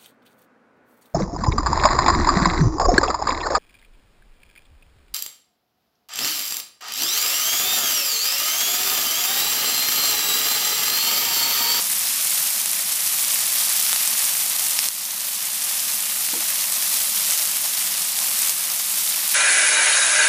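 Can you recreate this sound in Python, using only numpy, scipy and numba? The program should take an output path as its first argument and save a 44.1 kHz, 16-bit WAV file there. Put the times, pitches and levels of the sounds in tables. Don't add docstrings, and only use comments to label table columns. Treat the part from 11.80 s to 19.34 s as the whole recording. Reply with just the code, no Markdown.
import sys
import numpy as np
from scipy import signal
from scipy.fft import rfft, irfft
from scipy.io import wavfile
from scipy.ndimage import uniform_filter1d
from numba import njit

SR = 44100
rng = np.random.default_rng(int(sys.argv[2]) if len(sys.argv) > 2 else 0)


def transcribe(u):
    v = np.clip(np.atleast_2d(u).T, -1, 1)
    q = np.round(v * 32767).astype(np.int16)
    wavfile.write(sys.argv[1], SR, q)


def field_ratio(decibels):
    return 10 ** (np.asarray(decibels, dtype=float) / 20)


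N = 332514


def level(x, db):
    return x * field_ratio(db) / np.sqrt(np.mean(x ** 2))


def colour(x, table):
    hz, db = np.transpose(table)
    f = np.maximum(np.arange(4097) * SR / 8192, 1)
    cepstrum = irfft(np.log(field_ratio(np.interp(np.log(f), np.log(hz), db))))
    cepstrum[1:4096] *= 2
    cepstrum[4097:] = 0
    response = irfft(np.exp(rfft(cepstrum)))
    return signal.fftconvolve(x, response)[:N]


def walk(rate):
    hold = max(int(SR / rate), 2)
    steps = np.repeat(rng.standard_normal(N // hold + 1), hold)
    return 1.3 * uniform_filter1d(uniform_filter1d(steps, hold), hold)[:N]


@njit
def bursts(at, hz, size, rise, ring):
    out = np.zeros(N)
    for k in range(len(at)):
        first = max(int(at[k] - 4 * rise * SR / hz[k]), 0)
        last = min(int(at[k] + 6 * ring[k] * SR / hz[k]) + 1, N)
        for i in range(first, last):
            turns = (i - at[k]) * hz[k] / SR
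            fade = np.exp(-(turns / rise) ** 2) if turns < 0 else np.exp(-turns / ring[k])
            out[i] -= size[k] * fade * np.cos(2 * np.pi * turns)
    return out


def drone():
    # (time [s], level [dB])
    swell = [
        (3.8, -63),
        (4.69, -55),
        (4.82, -72),
        (4.96, -58),
        (5.3, -63),
        (5.47, -52),
        (5.61, -81),
        (5.81, -57),
        (7.54, -69),
    ]
    s, db = np.transpose(swell)
    t = np.arange(N) / SR
    start_hz, sag_hz_per_s = 193.7, 2.5
    steady_hz = start_hz - sag_hz_per_s * (t - s[0])
    hz = steady_hz * (1 + 0.0197 * walk(6) + 0.013 * walk(15))
    level_db = np.interp(t, s, db, left=-90) + 2.0 * walk(5.74)
    return np.sqrt(2) * field_ratio(level_db) * np.sin(2 * np.pi * np.cumsum(hz) / SR)


def knock():
    # (time [s], peak [dB], pitch [Hz], ring [cycles])
    modes = [
        (4.536, -28, 300, 1),
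        (4.5395, -27, 850, 2.5),
        (4.54, -31, 650, 1.3),
        (4.55, -35.5, 480, 9.7),
        (4.55, -41, 250, 3),
        (4.563, -33, 340, 2.7),
        (4.577, -35, 312, 3),
        (4.592, -41, 302, 5.5),
    ]
    s, db, hz, cycles = np.transpose(modes)
    return bursts(s * SR, hz, field_ratio(db + .5), 1.0, cycles)


def flame():
    # (frequency [Hz], level [dB])
    roar = [(35, -52), (60, -21), (102, -24), (133, -2.5), (184, 2.5), (238, 2), (269, -4.5), (328, -3),
            (371, -5.5), (413, -18), (430, -13), (560, -31), (950, -120)]
    return level(colour(rng.standard_normal(N), roar), -53.5) * field_ratio(0.35 * walk(6.6))


def boil_db():
    # (time [s], level [dB])
    heat = [(0.0, -21), (.45, -20), (.9, -20.9), (1.5, -19.5), (2.4, -19), (2.8, -21.5), (3.06, -19.5),
            (3.1, -23.5), (3.5, -22), (4.1, -21.2), (4.95, -20), (5.1, -18.5), (5.3, -20.5), (5.5, -19),
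            (5.65, -20.5), (6.4, -21.5), (6.62, -19.5), (7.54, -19.5)]
    s, db = np.transpose(heat)
    return np.interp(np.arange(N) / SR, s, db) + 0.43 * walk(12)


def fizz(heat_db, count=30000):
    # (frequency [Hz], level [dB])
    sizzle = [(240, -60), (400, -27.5), (425, -37.5), (488, -21.5), (568, -14.5), (736, -13), (1250, -9.5),
              (1420, -12), (1980, -8), (3870, -4.5), (5580, -2), (6800, -2.5), (9950, 0.5), (13700, -1.5),
              (15200, -4)]
    spots, lowest_hz, span_hz, crowding = 6, 450, 19000, 1.6
    when, pitch, luck, life = rng.random((count, 4)).T
    at = when * (N - 1)
    moment = at.astype(int)
    hz = lowest_hz + span_hz * pitch ** crowding
    size_db = np.minimum(-3.5 * np.log(1 - luck), 10.5)

    gust_db = .5 * walk(30) + 1.2 * walk(250)
    patch_db = np.array([0.96 * walk(11) + 0.98 * walk(70) for _ in range(spots)])
    patch_db[0] -= 0.4 * (heat_db - heat_db.mean())
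    spot = (spots * pitch).astype(int)

    even = np.sqrt(hz * (pitch + .05) ** .6)
    size = field_ratio(size_db + gust_db[moment] + patch_db[spot, moment]) * even
    swarm = bursts(at, np.minimum(hz, .45 * SR), size, 0.3, 0.22 + 0.91 * life ** 2)

    jet = rfft(rng.standard_normal(N))
    edges_hz = lowest_hz + span_hz * (np.arange(1, spots) / spots) ** crowding
    band = np.searchsorted(edges_hz, np.arange(len(jet)) * SR / N)
    steam = np.zeros(N)
    for k in range(spots):
        steam += irfft(jet * (band == k), N) * field_ratio(0.3 * (gust_db + patch_db[k]))
    mixed = level(swarm, 0) + level(steam, 1.5)
    return field_ratio(heat_db) * level(colour(mixed, sizzle), -0.41)


def duck_db():
    # (time [s], depth [dB])
    ducks = [
        (3.0872, 3.5),
        (6.6957, 2.0),
    ]
    recover_s = 1
    t = np.arange(N) / SR
    return -sum(depth_db * (t > s) * np.exp(-np.abs(t - s) / recover_s) for s, depth_db in ducks)


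def crowd(heat_db, loud, per_s, over_db, scatter_db, centre_hz, octaves):
    count = int(per_s * N / SR)
    s = .01 + rng.random(count) * (N / SR - .02)
    luck, pitch = rng.standard_normal((count, 2)).T
    peak_db = (heat_db + duck_db())[(s * SR).astype(int)] + over_db + scatter_db * luck
    return np.vstack([loud, np.transpose([s, peak_db, centre_hz * 2 ** (octaves * pitch)])])


def pan_tail(s, hz, size, spread_s, tail_db, count=8):
    late, shift, sign = rng.random((len(s), count, 3)).transpose(2, 0, 1)
    delay = -spread_s * np.log(1 - late) + .0002
    small = size[:, None] * field_ratio(tail_db) * np.exp(-delay / (2 * spread_s)) * (2 * sign - 1)
    tail_hz = hz[:, None] * 2 ** (0.83 * shift - .6)
    return (s[:, None] + delay).ravel(), tail_hz.ravel(), small.ravel()


def spits(table, gain_db, rise, ring, tail_db):
    s, peak_db, hz = np.transpose(table)
    size = field_ratio(peak_db + gain_db - duck_db()[(s * SR).astype(int) - 20])
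    tail_s, tail_hz, tail_size = pan_tail(s, hz, size, 0.0013, tail_db)
    s, hz, size = np.append(s, tail_s), np.append(hz, tail_hz), np.append(size, tail_size)
    rings = ring * (1 + rng.random(len(s)))
    pops = bursts(s * SR, np.minimum(hz, .45 * SR), size, rise, rings)
    return signal.sosfilt(signal.butter(3, 600, "high", fs=SR, output="sos"), pops)


def ticks(heat_db):
    table = crowd(heat_db, np.empty((0, 3)), per_s=22, over_db=12, scatter_db=2.4,
                  centre_hz=13800, octaves=.1)
    return spits(table, gain_db=0, rise=.8, ring=.8, tail_db=-9)


def deep_spits(heat_db):
    # (time [s], peak [dB], bubble pitch [Hz])
    loud = [(0.5774, -16, 3000), (0.7635, -15, 2600), (0.8593, -13, 2600), (0.9326, -13, 2900),
            (1.0935, -16, 2800), (1.5085, -16, 3100), (1.8524, -15, 2900), (1.8842, -16, 3100),
            (2.0117, -13, 2900), (2.0647, -14, 2500), (2.0955, -12, 2800), (2.1301, -10, 2600),
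            (2.1613, -12, 2800), (2.3518, -17, 2100), (2.4063, -16, 2300), (2.5521, -17, 2000),
            (2.9902, -9, 2800), (3.0871, -16, 3200), (3.6065, -20, 3400), (3.9338, -18, 3000),
            (4.1053, -19, 2600), (4.4882, -15, 2400), (4.5407, -17, 2100), (4.6253, -17, 2900),
            (5.5041, -17, 2800), (6.017, -18, 2500), (6.6955, -16, 3900), (6.901, -17, 3700),
            (7.14, -17, 2900), (7.2767, -16, 3200)]
    table = crowd(heat_db, loud, per_s=7, over_db=2.5, scatter_db=.8, centre_hz=2900, octaves=.18)
    return spits(table, gain_db=.5, rise=0.47, ring=0.25, tail_db=-12)


def middle_spits(heat_db):
    # (time [s], peak [dB], bubble pitch [Hz])
    loud = [(0.5774, -13, 5900), (1.2755, -14, 5400), (1.449, -13, 5700), (1.5091, -14, 6000),
            (1.5269, -14, 5800), (1.8842, -13, 5900), (2.0655, -14, 5100), (2.0955, -13, 5500),
            (2.3306, -11, 5300), (2.4184, -8, 7000), (2.5358, -14, 5400), (3.6067, -15, 5100),
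            (3.9962, -16, 5800), (4.52, -13, 5100), (5.5041, -13, 5700), (5.5957, -11, 5200),
            (6.1194, -15, 5400), (6.2903, -15, 4800), (6.5503, -15, 5100), (6.901, -12, 5100),
            (7.2767, -14, 5400)]
    table = crowd(heat_db, loud, per_s=3, over_db=4.5, scatter_db=.6, centre_hz=5600, octaves=.12)
    return spits(table, gain_db=-.5, rise=.8, ring=.9, tail_db=-10)


def sharp_spits(heat_db):
    # (time [s], peak [dB], bubble pitch [Hz])
    loud = [(0.0999, -3, 10600), (0.1927, -4, 9400), (0.5066, -4, 9200), (0.5815, -4, 10700),
            (0.8592, -3, 8800), (0.9154, -3, 10200), (0.9326, -3, 9900), (1.2755, -4, 10100),
            (1.3259, -3.5, 10700), (1.4271, -4, 9600), (1.5195, -4, 8700), (1.5438, -3, 10200),
            (1.5485, 0, 11100), (1.8508, -3, 10900), (1.9676, -1, 10900), (2.026, -3, 9500),
            (2.1301, -5, 7800), (2.2595, -4, 9500), (2.276, -1, 8200), (2.3927, -2, 9400),
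            (2.4529, -2, 9000), (2.6993, -1.5, 10700), (2.9907, -4, 8700), (3.0871, -2, 8500),
            (5.4089, -4, 10600), (5.5095, -2, 8500), (5.524, -3, 10300), (6.62, -4, 9600),
            (6.6955, -2, 7600), (7.3011, -4, 10600)]
    table = crowd(heat_db, loud, per_s=17, over_db=13.5, scatter_db=1.2, centre_hz=10000, octaves=.13)
    return spits(table, gain_db=.7, rise=.8, ring=.7, tail_db=-9)


def bangs():
    # (time [s], peak [dB], bubble pitch [Hz])
    extra_bursts = [(.8592, -9, 7000), (1.5485, -12, 9000), (2.1292, -6, 10900), (2.1301, -9, 4300),
                    (2.1302, -22, 1300), (2.1613, -6, 6000), (2.276, -11, 5600), (2.4433, -5, 9100),
                    (2.454, -7, 10100), (2.9902, -2, 5300), (2.9906, -5, 5200), (3.0871, -11, 6200),
                    (5.5095, -9, 6500), (6.6955, -15, 5800)]
    return spits(extra_bursts, gain_db=0, rise=.5, ring=.5, tail_db=-6)


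def scene():
    heat_db = boil_db()
    background = drone() + knock() + flame()
    popping = ticks(heat_db) + deep_spits(heat_db) + middle_spits(heat_db) + sharp_spits(heat_db) + bangs()
    return (background + fizz(heat_db) + popping)[None]


def band_limit(x):
    return signal.sosfilt(signal.butter(12, 16500, fs=SR, output="sos"), x)


def record(dry):
    ceiling, top_hz = .9, 15330
    bass_cut = signal.butter(2, 100, "high", fs=SR, output="sos")
    x = signal.sosfilt(bass_cut, dry) * field_ratio(duck_db())
    tones = rfft(np.clip(x, -ceiling, ceiling))
    tones[:, int(top_hz * N / SR):] = 0
    return band_limit(irfft(tones, N))


dry = scene()
out = record(dry)
transcribe(out)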